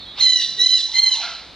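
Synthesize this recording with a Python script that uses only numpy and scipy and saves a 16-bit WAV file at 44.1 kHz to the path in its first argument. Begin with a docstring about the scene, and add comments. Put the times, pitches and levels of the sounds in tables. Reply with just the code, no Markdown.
"""A flamingo honks three times close to the microphone, in a hard-walled enclosure that rings after each call.
Its syrinx sends harmonics through the throat: each honk starts hoarse, clears to a shrill arched
tone (fourth harmonic strongest) and breaks into rasp as its pitch drops.
Farther off, other birds honk and whistle and one grunts, over a background of hiss and low rumble.
Gain control on the microphone signal holds the close honks down."""
import sys
import numpy as np
from scipy import signal
from scipy.fft import rfft, irfft
from scipy.io import wavfile
from scipy.ndimage import uniform_filter1d

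SR = 44100
rng = np.random.default_rng(int(sys.argv[2]) if len(sys.argv) > 2 else 0)


def digitize_waveform(pressure):
    """Quantize a signal to 16-bit integers and store it at the path in sys.argv[1].

    Rows of a 2-D input are taken as channels; values are limited to [-1, 1].
    """
    field = np.atleast_2d(pressure).T
    bounded = np.clip(field, -1, 1)
    quanta = np.round(bounded * 32767).astype(np.int16)
    wavfile.write(sys.argv[1], SR, quanta)


N = 68355
T = np.arange(N) / SR
HZ = np.fft.rfftfreq(2 * N, 1 / SR)


def flamingo():
    """The main bird, close by: three honks and their echo off the walls."""
    # the voice, one table per honk: t/s, f/Hz, roughness/0-1, upper harmonics/dB, second harmonic/dB
    contours = [
        [(.172, 880, .92, -54, -67), (.198, 960, .75, -37, -51), (.212, 1018, .42, -28.5, -33),
         (.24, 1019, .3, -32.5, -47), (.268, 1009, .13, -28.5, -26), (.32, 1003, .1, -28, -35),
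         (.365, 992, .13, -28.5, -30.5), (.392, 968, .2, -30.5, -36.5), (.422, 935, .88, -27.5, -41),
         (.456, 910, .8, -41, -56)],
        [(.572, 955, .64, -48, -57), (.598, 975, 0.26, -33, -30.5), (.635, 996, .16, -30.5, -38),
         (.672, 1006, 0.2, -27.5, -32), (.72, 1005, 0.12, -26.5, -37.5), (.762, 998, 0.18, -28.5, -33),
         (.782, 962, 0.25, -25.5, -39.5), (.797, 905, 0.74, -25, -44.5), (.815, 865, 0.84, -53, -51)],
        [(.918, 906, 0.96, -48, -74.5), (.942, 1029, 0.42, -34, -31.5), (.97, 1027, 0.22, -27, -24.5),
         (.995, 1040, 0.13, -27, -25.5), (1.025, 1047, 0.07, -32, -38.5), (1.068, 1029, 0.12, -30, -24),
         (1.112, 1008, 0.18, -31.5, -44), (1.14, 985, 0.19, -30, -47), (1.154, 920, 0.66, -29, -52),
         (1.17, 844, 0.73, -40.5, -54)],
    ]
    # the shrill band near 4 kHz, one table per honk: t/s, relative level/dB
    shrill_levels = [
        [(.175, -41.5), (.2, -25), (.214, -17), (.24, -9.5), (.258, -22.5), (.268, -9.5), (.31, -10),
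         (.321, -36), (.335, -4), (.35, -45), (.36, -9), (.385, -26.5), (.405, -18), (.435, -19.5),
         (.46, -24.5)],
        [(.572, -26.5), (.594, -27), (.6, -13.5), (.637, -12), (.657, -19), (.671, -8.5), (.683, -27),
         (.697, -7.5), (.719, -12), (.743, -5), (.783, -18), (.8, -21), (.815, -13)],
        [(.918, -25), (.934, -34), (.943, -15), (.977, -20), (.987, -12), (1.005, -9), (1.019, -17),
         (1.04, -14), (1.053, -18), (1.065, -10), (1.105, -26.5), (1.127, -13), (1.155, -25), (1.17, -29)],
    ]
    voice = amp(0.67) * sum(honk(contour, level) for contour, level in zip(contours, shrill_levels))
    return voice + amp(-4.5) * enclosure(voice)


def honk(contour, shrill_level):
    """Fluttering harmonics of the syrinx; jitter, rasp and rattle take over where the voice is rough."""
    times, pitch_hz, roughness, upper_db, second_db = np.transpose(contour)
    rough = np.interp(T, times, roughness)
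    fundamental = np.exp(1j * syrinx_phase(np.interp(T, times, pitch_hz), rough))
    from_middle_s = np.clip(T, times[0], times[-1]) - times.mean()
    upper = upper_harmonics(fundamental, rough, from_middle_s)
    upper = throat(envelope(np.c_[times, upper_db]) * upper)
    second = envelope(np.c_[times, second_db]) * fundamental ** 2 * flutter(depth=.2, rate_hz=80)
    shrill_gain = envelope(shrill_level)
    fourth = shrill_gain * np.sqrt(1 - rough ** 2) * fundamental ** 4
    fourth *= flutter(depth=.16 + .7 * rough, rate_hz=120)
    tone = np.sqrt(2) * (upper + second + fourth).real
    breath = shrill_gain * rough * rasp(rough)
    rattle = 1 + .33 * rough * wander(rate_hz=170)
    return (tone + breath) * rattle


def syrinx_phase(pitch_hz, rough):
    """Phase of a membrane whose pitch wavers, and jitters more the rougher the voice."""
    jitter = .04 * rough * wander(rate_hz=277.7)
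    waver = .00406 * wander(rate_hz=75.4)
    return 2 * np.pi * np.cumsum(pitch_hz * (1 + jitter + waver)) / SR


def upper_harmonics(fundamental, rough, from_middle_s):
    """Buzzing harmonics 3 and 5-15: the 3rd and 5th grow through the call, roughness dulls 7 and up."""
    rise_db_per_s, dulling_db = 49, 12
    orders = np.array([3, *range(5, 16)])[:, None]
    gains = amp((orders < 6) * rise_db_per_s * from_middle_s - (orders > 6) * dulling_db * rough)
    swings = np.array([flutter(depth=.65, rate_hz=90) * flutter(depth=.13, rate_hz=300) for _ in orders])
    return (gains * swings * fundamental ** orders).sum(0).real


def throat(source):
    """The throat's resonances colour the harmonics that pass through it."""
    # throat response: f/Hz, gain/dB
    response = [(2250, -35), (3000, -1), (3500, 7), (4550, -6), (5050, -9), (5400, -17.5), (5750, -2.5),
                (6150, -2.5), (6500, -12.5), (7050, -12.5), (7500, -20.5), (8100, -28.5), (9000, -25.5),
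                (10150, -27.5), (10900, -37.5), (15500, -43)]
    return shape(source, amp(read(response, HZ)))


def rasp(rough):
    """Air rushes through the throat and sets narrow resonances ringing, more so in a rough voice."""
    # rushing air: f/Hz, relative density/dB
    air_spectrum = [(500, -57.5), (1550, -30.5), (1950, -13.5), (2250, -25.5), (3300, -8), (4000, -0.5),
                    (4350, -6.5), (6050, -14.5), (6400, -32), (7600, -22), (10000, -45), (15500, -69.5)]
    # narrow resonances: f/Hz, relative level/dB
    resonances = [(3445, -4.5), (3671, 3.5), (3849, -1.5), (4600, -15), (5211, -5)]
    half_width_hz = 19
    air = noise(air_spectrum)
    peaks = sum(amp(db) / (1 + ((HZ - hz) / half_width_hz) ** 2) for hz, db in resonances)
    ringing = unit(shape(rng.standard_normal(N), peaks))
    return amp(-8.5) * air + amp(-5.5) * rough * ringing


def enclosure(voice):
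    """Echo off the hard walls: sparse reflections of random sign, each band dying at its own speed."""
    # reverberation: f/Hz, t60/s, relative level/dB
    bands = [(308, 0.34, -3), (1430, .65, 2), (2016, 0.57, 1), (2960, 0.68, -1.5), (3900, 0.59, 1),
             (5600, 0.58, 6), (10000, 0.47, 6.5), (15000, 0.49, -4.5)]
    gap_s, slot = 0.0036, 16  # one reflection in each slot of samples
    starts = np.arange(0, SR - slot, slot)
    arrivals = starts + rng.integers(0, slot, (2, len(starts)))
    taps = np.zeros((2, SR))
    np.put_along_axis(taps, arrivals, rng.choice([-1., 1.], arrivals.shape), 1)
    reflections = pair(*taps, likeness=1) * (T[:SR] > gap_s)
    hz, t, spectra = signal.stft(reflections, SR, nperseg=256)
    band_hz, band_t60, band_db = np.transpose(bands)
    t60 = read(np.c_[band_hz, band_t60], hz)[:, None]
    echo_db = read(np.c_[band_hz, band_db], hz)[:, None]
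    tail = signal.istft(spectra * amp(echo_db - 60 * t / t60), SR, nperseg=256)[1]
    tail *= np.sqrt(slot * np.log(10 ** 6) / SR / t60.max())  # divides out the longest decay's energy
    return signal.fftconvolve(voice[None], tail, axes=1)[:, :N]


def softer_calls():
    """The breathy bursts and the distant honks, heard with plenty of echo."""
    voices = breathy_bursts() + far_honks()
    return amp(3) * (voices + amp(-3) * enclosure(voices))


def breathy_bursts():
    """Hoarse swells of noise: the low rasp that opens the first close honk, later a neighbour's grunt."""
    # bursts: peak t/s, relative level/dB, rise/(dB/s), fall/(dB/s), extra bass/dB
    bursts = [(0.186, -32.5, 692.5, 216.5, 6.5), (1.231, -32.5, 176, 90, 5.5)]
    # breath: f/Hz, relative density/dB
    breath_spectrum = [(450, -30), (750, -11.5), (1300, -14.5), (1800, -13.5), (2300, -6), (3000, -4),
                       (4200, -0.5), (5200, -11), (6800, -26), (10000, -53), (15000, -78)]
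    bass_hz = 1280
    voices = np.zeros(N)
    for peak_s, db, rise, fall, bass_db in bursts:
        breath = shape(noise(breath_spectrum), amp(bass_db / (1 + (HZ / bass_hz) ** 4)))
        voices += amp(db - np.maximum(rise * (peak_s - T), fall * (T - peak_s))) * breath
    return voices


def far_honks():
    """Duller honks from across the enclosure: five gliding harmonics under one broad spectral peak."""
    # honks: start t/s, length/s, first f/Hz, last f/Hz, relative level/dB, roughness/0-1, brightest f/Hz
    calls = [(.885, .1, 915, 960, -50.5, .9, 950), (.98, .2, 1020, 1090, -49.5, .7, 1100),
             (.95, .2, 770, 890, -50, .7, 1080), (1.135, .1, 950, 810, -45.5, .65, 900),
             (1.216, .075, 730, 706, -39.5, .75, 1480), (1.225, .06, 810, 790, -45.5, .7, 1600),
             (1.27, .08, 690, 650, -46, .9, 1300)]
    width_octaves, skirt_db = 0.45, -11
    orders = np.arange(1, 6)[:, None]
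    voices = np.zeros(N)
    for start, length, first_hz, last_hz, db, rough, bright_hz in calls:
        phase = syrinx_phase(np.interp(T, [start, start + length], [first_hz, last_hz]), rough)
        gains = amp(skirt_db) + np.exp(-(np.log2(orders * first_hz / bright_hz) / width_octaves) ** 2)
        tone = (gains * np.exp(1j * orders * phase)).sum(0) * flutter(depth=.6, rate_hz=80)
        voices += amp(db) * swell(start, length) * unit(tone.real)
    return voices


def small_birds():
    """Thin whistles and a low coo from far off: faint, nearly pure notes with their echo."""
    # notes: start t/s, length/s, first f/Hz, last f/Hz, relative level/dB, roughness/0-1
    notes = [(-.03, 0.089, 4360, 4200, -40, 0.62), (-.03, 0.079, 3750, 3596, -37, 0.8),
             (0.052, 0.075, 3347, 3320, -39.5, 0.3), (0.059, 0.1, 3920, 3660, -38, 0.9),
             (0.572, 0.077, 432, 411, -46, 0.5)]
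    voices = np.zeros(N)
    for start, length, first_hz, last_hz, db, rough in notes:
        phase = syrinx_phase(np.interp(T, [start, start + length], [first_hz, last_hz]), rough)
        voices += amp(db) * swell(start, length) * np.sin(phase)
    return voices + amp(-6) * enclosure(voices)


def background():
    """The ambience of the place: soft hiss and a rumble that swells and sinks, near mono in deep bass."""
    # ambient noise: f/Hz, relative density/dB
    spectrum = [(20, -30.5), (45, 2), (90, -1), (160, -2), (400, -4), (900, -5.5), (1500, -9), (2200, -7),
                (2800, -11), (4000, 1), (5200, -17), (7000, -26.5), (10000, -34), (15500, -48)]
    # stereo likeness: f/Hz, left-right correlation/0-1
    likeness = [(50, .93), (140, 0.65), (300, 0.61), (700, 0.76), (1500, 0.9), (4000, 0.94), (7000, .4)]
    # swell of the rumble: t/s, gain/dB
    rumble_level = [(0, 4.5), (.3, 0), (.65, 0.5), (.9, 1), (1.09, -5.5), (1.3, -3), (1.5, 1.5)]
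    rumble_top_hz = 400
    white = pair(*rfft(rng.standard_normal((2, 2 * N))), read(likeness, HZ))
    air = unit(irfft(white * amp(read(spectrum, HZ)))[:, :N])
    rumble = shape(air, 1 / (1 + (HZ / rumble_top_hz) ** 4))
    hiss = air - rumble
    return amp(-43.5) * (hiss + rumble * amp(np.interp(T, *np.transpose(rumble_level))))


def amp(db):
    """Decibels to gain."""
    return 10 ** (np.asarray(db) / 20)


def unit(x):
    """Scales to rms 1."""
    return x / np.sqrt(np.mean(x ** 2) + 1e-20)


def read(points, hz):
    """Reads a spectrum on a log-frequency axis."""
    f, value = np.transpose(points)
    return np.interp(np.log(hz + 1), np.log(f + 1), value)


def shape(x, gain):
    """Filters by a gain for each frequency."""
    return irfft(rfft(x, 2 * N) * gain)[..., :N]


def noise(spectrum):
    """Noise of rms 1 with the given spectrum."""
    return unit(shape(rng.standard_normal(N), amp(read(spectrum, HZ))))


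def pair(a, b, likeness):
    """Left and right from two unrelated signals; likeness 1 is mono."""
    mid, side = np.sqrt((1 + likeness) / 2) * a, np.sqrt((1 - likeness) / 2) * b
    return np.array([mid + side, mid - side])


def wander(rate_hz, size=8192):
    """Smooth random motion of rms 1, up to about the given rate."""
    hz = np.fft.rfftfreq(size, T[-1] / size)
    slow = irfft(rfft(rng.standard_normal(size)) * np.exp(-(hz / rate_hz) ** 2))
    return unit(np.interp(T, np.linspace(0, T[-1], size), slow))


def flutter(depth, rate_hz):
    """Quick random swings of a tone's strength and phase, mean power 1."""
    return (1 + depth * (wander(rate_hz) + 1j * wander(rate_hz))) / np.sqrt(1 + 2 * depth ** 2)


def envelope(points, edge_s=0.0037):
    """A gain curve with soft ends, through points of t/s, level/dB."""
    times, db = np.transpose(points)
    fade = np.clip(np.minimum(T - times[0], times[-1] - T) / edge_s + 1, 0, 1)
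    return amp(np.interp(T, times, db)) * fade


def swell(start, length, rise_s=0.0034, fall_s=0.0054):
    """Attack, hold and release of a short call."""
    return np.clip((T - start) / rise_s, 0, 1) * np.clip((start + length - T) / fall_s, 0, 1)


def scene():
    """The birds reach the two microphone ports with different level and phase, a little to the right."""
    # balance between the ports: f/Hz, left minus right/dB
    balance = [(1000, 0.5), (2000, 1), (3000, -1), (4050, -3.5), (5200, -7.5), (7000, 8.5), (9100, 7.5),
               (14000, -2)]
    # phase between the ports: f/Hz, lead of the left/rad
    lead = [(1500, 0), (2500, .1), (4100, .47), (5000, .65), (6600, 2.2), (7200, 2), (8000, .4),
            (11000, .1)]
    side = np.array([[.5], [-.5]])
    ports = amp(side * read(balance, HZ)) * np.exp(1j * side * read(lead, HZ))
    return shape(flamingo() + softer_calls() + small_birds(), ports) + background()


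def record(dry):
    """Gain control holds the honks down and ducks the background; a low-pass trims the top treble."""
    threshold_db, ratio, recover_db_per_s, cutoff_hz = -10.5, 5.2, 28, 15800
    power_db = 10 * np.log10(abs(uniform_filter1d((dry ** 2).mean(0), size=130)) + 1e-12)
    recovery_db = T * recover_db_per_s
    held_db = np.maximum.accumulate(power_db + recovery_db) - recovery_db  # jumps up, sinks slowly
    over_db = uniform_filter1d(np.maximum(held_db - threshold_db, 0), size=100)
    ducked = dry * amp(-(1 - 1 / ratio) * over_db)
    low_pass = signal.firwin(511, cutoff_hz, window=("kaiser", 9), fs=SR)
    return signal.oaconvolve(ducked, low_pass[None], "same")


dry = scene()
out = record(dry)
digitize_waveform(out)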